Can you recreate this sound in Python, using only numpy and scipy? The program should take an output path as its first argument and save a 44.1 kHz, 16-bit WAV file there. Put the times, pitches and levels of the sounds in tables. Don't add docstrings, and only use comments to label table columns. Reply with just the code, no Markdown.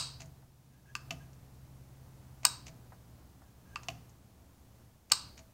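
import sys
import numpy as np
from scipy import signal
from scipy.fft import rfft, irfft, next_fast_len
from scipy.io import wavfile
from scipy.ndimage import uniform_filter1d, map_coordinates

SR = 44100
rng = np.random.default_rng(int(sys.argv[2]) if len(sys.argv) > 2 else 0)


def unload_audio(sound):
    columns = np.transpose(np.atleast_2d(sound))
    steps = np.round(np.clip(columns, -1, 1) * 32767)
    wavfile.write(sys.argv[1], SR, steps.astype(np.int16))


N = 243873
T = np.arange(SR) / SR
HZ = np.fft.rfftfreq(SR, 1 / SR)

# (time [s], level [dB], brightness [dB per octave], clang near 4 kHz [dB],
# metal ring [dB], rod ring [dB], chatter length [s])
PULLS = [(-.024, -8.5, 0, 4, -17, -44.5, 0.0043), (2.4514, -15, -0.5, -3.5, -21.5, -38.5, .0016),
         (5.1188, -15.5, -1, 3.5, -20.5, -51, .003)]
# (time [s], level [dB])
RELEASES = [(0.2047, -49), (2.6677, -50), (5.3773, -53.5)]
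# (pitch [Hz], level [dB], time to fade by 60 dB [s])
PAN_TONES = [(120, -9, 0.46), (157.9, -3, 0.45), (261.5, -6.5, .3), (322, -14.5, .25), (655, -0.5, 0.22),
             (720, 8.5, 0.037), (795, 6, 0.031)]
# (frequency [Hz], level [dB])
RATTLE_COLOUR = [(400, -13.5), (660, -2), (850, -4.5), (1500, -10), (2100, -4), (2700, -3.5), (3500, -12),
                 (4300, -7), (4900, -9), (5900, -4.5), (6900, -4), (7800, -13), (10000, -26), (15000, -30)]


def amp(db):
    return 10 ** (np.asarray(db) / 20)


def unit(x):
    return x / np.sqrt(np.mean(x ** 2) + 1e-20)


def along(points, hz):
    freqs, values = np.transpose(points)
    return np.interp(np.log(hz + 1), np.log(freqs + 1), values)


def add(track, s, sound):
    start = round(s * SR)
    part = sound[max(-start, 0):len(track) - start]
    track[max(start, 0):][:len(part)] += part


def wobble(rate):
    return unit(map_coordinates(rng.standard_normal(N // 100), [np.arange(N) * rate / SR + 2]))


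def noise(colour):
    gain = amp(along(colour, np.fft.rfftfreq(N, 1 / SR)))
    return unit(irfft(rfft(rng.standard_normal(N)) * gain, N))


def resonances(peaks):
    return np.sqrt(sum(amp(db) ** 2 * (HZ * width) ** 2 / ((hz * hz - HZ ** 2) ** 2 + (HZ * width) ** 2)
                       for hz, width, db in peaks))


def causal(gain):
    cepstrum = irfft(np.log(np.maximum(gain / gain.max(), 1e-5)))
    cepstrum[1:SR // 2] *= 2
    cepstrum[SR // 2 + 1:] = 0
    return np.exp(rfft(cepstrum))


def contact(body, tilt_db, hold, t60):
    chatter = rfft(rng.standard_normal(SR) * amp(-60 * np.maximum(T - hold, 0) / t60))
    unevenness = np.sqrt(np.abs(uniform_filter1d(np.abs(chatter) ** 2, size=300)))
    brightness = amp(tilt_db * np.log2(HZ + 20))
    hit = irfft(chatter * causal(body * brightness / unevenness))
    return unit(hit) * np.sqrt(.005)


def ring(tones):
    gains = amp([db for hz, db, t60 in tones] + rng.normal(0, 2, len(tones)))
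    waves = [np.sin(2 * np.pi * (hz * T + rng.random())) * amp(-60 * T / t60) for hz, db, t60 in tones]
    return gains @ waves / np.sqrt(np.sum(gains ** 2) / 2) * (1 - np.exp(-T / 0.0048))


def tail(rise):
    # (frequency [Hz], time to fade by 60 dB [s])
    fade_times = [(150, 0.2), (1000, 0.44), (4500, 0.43), (8000, .29), (12000, 0.31)]
    hz, t, bands = signal.stft(rng.standard_normal(SR + 256), SR, nperseg=256)
    fade = amp(-60 * t / along(fade_times, hz)[:, None])
    wash = signal.istft(bands * fade, SR, nperseg=256)[1][:SR]
    return wash * (1 - np.exp(-T / rise))


def workshop():
    # (time [s], level [dB])
    background_levels = [(0, 0), (.25, 0), (.53, -7), (.88, -5.5), (1.08, 2), (1.35, -1.5), (2.65, 0),
                         (3.6, -2.5), (3.92, 2), (4.2, -4), (4.8, -2.5), (5.06, -7), (5.28, 0.5),
                         (5.53, -3.5)]
    # (multiple of its pitch, starting level [dB])
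    motor_tones = [(.625, -60.5), (.862, -60.5), (1, -51.5)]
    # (frequency [Hz], level [dB])
    rumble_colour = [(10, -12), (25, -12.5), (42, -13), (55, -8.5), (85, -5), (120, -7.5), (165, -8.5),
                     (250, -12.5), (400, -20.5), (750, -21.5), (1200, -27), (3000, -41), (6000, -78)]
    hiss_colour = [(500, -20.5), (1500, 1), (3000, 2), (6500, 3), (9000, 0.5), (15500, 1)]
    t = np.arange(N) / SR
    level_db = np.interp(t, *np.transpose(background_levels))
    drone_hz, mains_hz, start_hz, waver_hz = 65.7, 120, 133.3, 0.6
    eased = (1 + np.tanh(2 * (t - 2.8) / .45)) / 2
    motor_hz = start_hz - 1.3 * t - 9.2 * eased + waver_hz * wobble(rate=4.1)
    recede_db_per_s = 1
    tones = [(drone_hz + waver_hz * wobble(rate=10), -58.5), (np.full(N, mains_hz), -65)]
    tones += [(multiple * motor_hz, db - 3.5 * eased - recede_db_per_s * t)
              for multiple, db in motor_tones]
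    hum = sum(amp(db + 0.1 * wobble(rate=5.8)) * np.sin(2 * np.pi * np.cumsum(hz) / SR)
              for hz, db in tones)
    rumble = amp(-58.5 + 0.5 * wobble(rate=7)) * noise(rumble_colour)
    hiss = amp(-68) * noise(hiss_colour)
    return amp(1.5 * level_db) * hum + amp(level_db) * rumble + amp(.62 * level_db) * hiss


def room(sound, echo_db):
    # (frequency [Hz], level [dB])
    wall_colour = [(200, 4), (700, 3), (1100, 0.5), (1600, 2.5), (2200, -3.5), (2750, -8.5), (3600, -4),
                   (8000, -0.5)]
    echo = tail(rise=0.0037)
    echo = irfft(rfft(echo / np.linalg.norm(echo)) * causal(amp(along(wall_colour, HZ))))
    return sound + amp(echo_db) * signal.fftconvolve(sound, echo)[:N]


def pivot():
    # (middle time [s], length [s], level [dB])
    squeaks = [(0.755, 0.11, -77), (.893, 0.079, -65.5), (1.225, .06, -65), (3.466, .08, -77),
               (3.722, .16, -68.5)]
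    # (pitch [Hz], width [Hz], level [dB])
    pivot_peaks = [(1630, 100, -13), (2630, 600, -21), (6240, 650, -22)]
    out = np.zeros(N)
    for s, length, db in squeaks:
        rub = unit(irfft(rfft(rng.standard_normal(SR)) * resonances(pivot_peaks) ** 2))
        pitch = pivot_peaks[0][0] + 25 * unit(uniform_filter1d(rng.standard_normal(SR), size=300))
        squeal = np.sin(2 * np.pi * np.cumsum(pitch) / SR)
        swell = np.sin(np.pi * np.minimum(T / length, 1))
        add(out, s - length / 2, amp(db) * (squeal + 0.88 * rub) * swell)
    return out


def tick(tilt_db):
    rods = amp(along(RATTLE_COLOUR, HZ))
    touch = contact(rods, tilt_db, hold=.001, t60=.012)
    return touch + amp(0.5) * contact(rods, tilt_db, hold=.002, t60=.07)


def rattles():
    # (time [s], level [dB], brightness [dB per octave])
    joint_ticks = [(.258, -64, 8), (1.332, -66.5, 3), (3.833, -55, 0.5), (4.0947, -65.5, 7)]
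    # (time [s], level [dB])
    knocks = [(.424, -63), (2.9204, -50.5), (3.416, -57)]
    # (frequency [Hz], level [dB])
    knock_colour = [(300, -23), (700, 9), (1100, 2.5), (1900, -4), (2800, -26), (8000, -38.5)]
    out = np.zeros(N)
    dull_scrape = amp(along(RATTLE_COLOUR, HZ)) / np.sqrt(1 + (HZ / 2400) ** 6)
    for s, db, *_ in PULLS:
        add(out, s - .0188, amp(db - 38) * tick(tilt_db=-1))
        add(out, s - .0054, amp(db - 25.5) * contact(dull_scrape, 0, hold=0.0019, t60=0.036))
    for s, db in RELEASES:
        add(out, s - .005, amp(db - 12) * tick(tilt_db=0.4))
        for delay, drop_db in [(0, 0), (0.014, -3)]:
            thud = amp(-5.5) * ring(PAN_TONES[:-2])
            add(out, s + delay, amp(db + drop_db) * (tick(tilt_db=0.8) + thud))
    for s, db, tilt_db in joint_ticks:
        add(out, s, amp(db) * tick(tilt_db))
    for s, db in knocks:
        add(out, s, amp(db) * contact(amp(along(knock_colour, HZ)), 0, hold=0.0014, t60=0.092))
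    return out


def linkage():
    # (time [s], level [dB], brightness [dB per octave], hollowness [dB])
    snaps = [(0.9525, -32, 3.5, 1.5), (3.7586, -33.5, -0.5, -7)]
    # (time [s], level [dB])
    landings = [(1.1075, -32.5), (3.885, -32)]
    # (pitch [Hz], width [Hz], level [dB])
    catch_peaks = [(1010, 110, -8.5), (1188, 85, 1.5), (1560, 160, -3), (1990, 260, -21), (2650, 150, 5),
                   (2700, 67, 1), (4555, 200, -1.5), (5150, 190, -3), (6300, 650, -9.5), (7430, 790, -10.5),
                   (8710, 600, -24), (12470, 1100, -36)]
    stop_peaks = [(413, 30, -12), (693, 23, 1.5), (724, 47, -1), (1096, 60, -4.5), (1234, 20, -8),
                  (2010, 140, -13), (2300, 180, -10), (2680, 230, 0), (2940, 160, -4), (3460, 100, -15),
                  (4500, 180, -11), (5760, 910, -12), (6775, 930, -16.5), (13090, 2500, -23)]
    out = np.zeros(N)
    catch = resonances(catch_peaks) * amp(along([(300, -29), (900, 13), (7000, -1.5), (11000, -5)], HZ))
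    stop = resonances(stop_peaks) * amp(along([(200, -1.5), (700, -0.5), (6500, 0), (10000, -8.5)], HZ))
    hollow = np.exp(-(np.log2((HZ + 1) / 1580) / 0.18) ** 2)
    for s, db, tilt_db, hollow_db in snaps:
        struck = catch * amp(hollow_db * hollow)
        add(out, s, amp(db) * contact(struck, tilt_db, hold=0.00088, t60=0.011))
        add(out, s + 0.0059, amp(db - 12) * contact(struck ** 0.85, tilt_db, hold=0.0088, t60=0.033))
    for s, db in landings:
        click = contact(stop, 0, hold=0.0006, t60=0.028)
        add(out, s, amp(db) * (click + amp(-5) * ring(PAN_TONES)))
        add(out, s + 0.014, amp(db - 16.5) * contact(stop ** 0.61, 0, hold=.003, t60=0.053))
    return out


def solenoid():
    # (pitch [Hz], width [Hz], level [dB])
    body_peaks = [(703, 100, -18.5), (850, 40, -7), (1014, 46, 0.5), (1183, 64, -2), (1510, 71.6, -6),
                  (2050, 110, -13), (2400, 150, -8), (2850, 200, -5), (3860, 44, -8.5), (4570, 280, 0.5),
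                  (4390, 130, 2.5), (5023, 69, 0), (5310, 180, -1), (6630, 300, -7), (6500, 150, -5),
                  (7580, 180, 2.5), (8320, 530, -1), (8800, 120, -6), (10700, 1300, -18.5),
                  (12700, 2000, -13.5), (14730, 400, -18.5)]
    # (pitch [Hz], level [dB], time to fade by 60 dB [s])
    metal_tones = [(2837, -17, 0.33), (3257, -26, 0.49), (3844, 0, 0.23), (3908, -11, 0.45),
                   (4021, -13, 0.38), (4371, -20, 0.76), (4425, -13, 0.3), (4468, -15, 0.5),
                   (4613, -14, 0.57), (4786, -8, 0.39), (4867, -14, 0.59), (4920, -9, 0.36),
                   (4980, -15, 0.37), (5254, -17, 0.39), (5480, -6, 0.21), (5992, -18, 0.38),
                   (6315, -17, 0.35), (6584, -18, 0.29), (6939, -12, 0.18), (7144, -17, 0.28),
                   (7693, -13, 0.24), (7930, -10, 0.24), (8129, -12, 0.29), (8274, -4, 0.22),
                   (8506, -12, 0.2), (8640, -20, 0.3)]
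    rod_tones = [(1014, -2, 0.31), (1628, 0.5, 0.15), (2550, 0, 0.14), (3816, -1, 0.33), (4620, -7, 0.49),
                 (5480, 2, 0.28)]
    # (frequency [Hz], level [dB])
    wash_colour = [(400, -19), (700, -18.5), (980, -7), (1250, -8.5), (1600, -15), (1950, -22),
                   (2700, -11.5), (3500, -18.5), (3850, -6), (4900, -5.5), (5900, -11.5), (6500, -9.5),
                   (7300, -11.5), (8300, 0), (9800, -24), (15000, -30.5)]
    damping_db_per_s = 80
    out = np.zeros(N)
    body_colour = [(300, -12), (900, 0.5), (8800, 2), (9800, -8.5), (12500, -2), (15000, 3)]
    body = resonances(body_peaks) * amp(along(body_colour, HZ))
    clang = np.exp(-(np.log2((HZ + 1) / 3900) / .55) ** 2)
    softer = 1 / np.sqrt(1 + (HZ / 8500) ** 8)
    for (s, db, tilt_db, clang_db, ring_db, rods_db, chatter), (release_s, _) in zip(PULLS, RELEASES):
        struck = body * amp(clang_db * clang)
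        add(out, s - .0015, amp(db - 15.5) * contact(struck * softer, tilt_db + 2, .00087, t60=.00538))
        add(out, s, amp(db) * contact(struck, tilt_db, hold=chatter, t60=.008))
        add(out, s + .014, amp(db - 15) * contact(struck * softer, tilt_db + 1, hold=.003, t60=.014))
        colour = amp(along(wash_colour, HZ) + tilt_db * np.log2(HZ + 20) + clang_db * clang)
        wash = irfft(rfft(tail(rise=.003)) * unit(colour))
        ringing = amp(ring_db - 16) * (wash + ring(metal_tones)) + amp(rods_db) * ring(rod_tones)
        add(out, s, ringing * amp(-damping_db_per_s * np.maximum(s + T - release_s, 0)))
        add(out, s, amp(db - 33) * ring(PAN_TONES))
    return out


def scene():
    clacks = room(solenoid(), echo_db=-14.5)
    clicks = room(linkage(), echo_db=-8.5)
    small_sounds = room(rattles() + pivot(), echo_db=-12)
    return (clacks + clicks + small_sounds + workshop())[None]


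def record(dry):
    top_hz = 15800
    padded = next_fast_len(N + SR)
    passed = 1 / np.sqrt(1 + (np.fft.rfftfreq(padded, 1 / SR) / top_hz) ** 200)
    return irfft(rfft(dry, padded) * passed, padded)[:, :N]


dry = scene()
out = record(dry)
unload_audio(out)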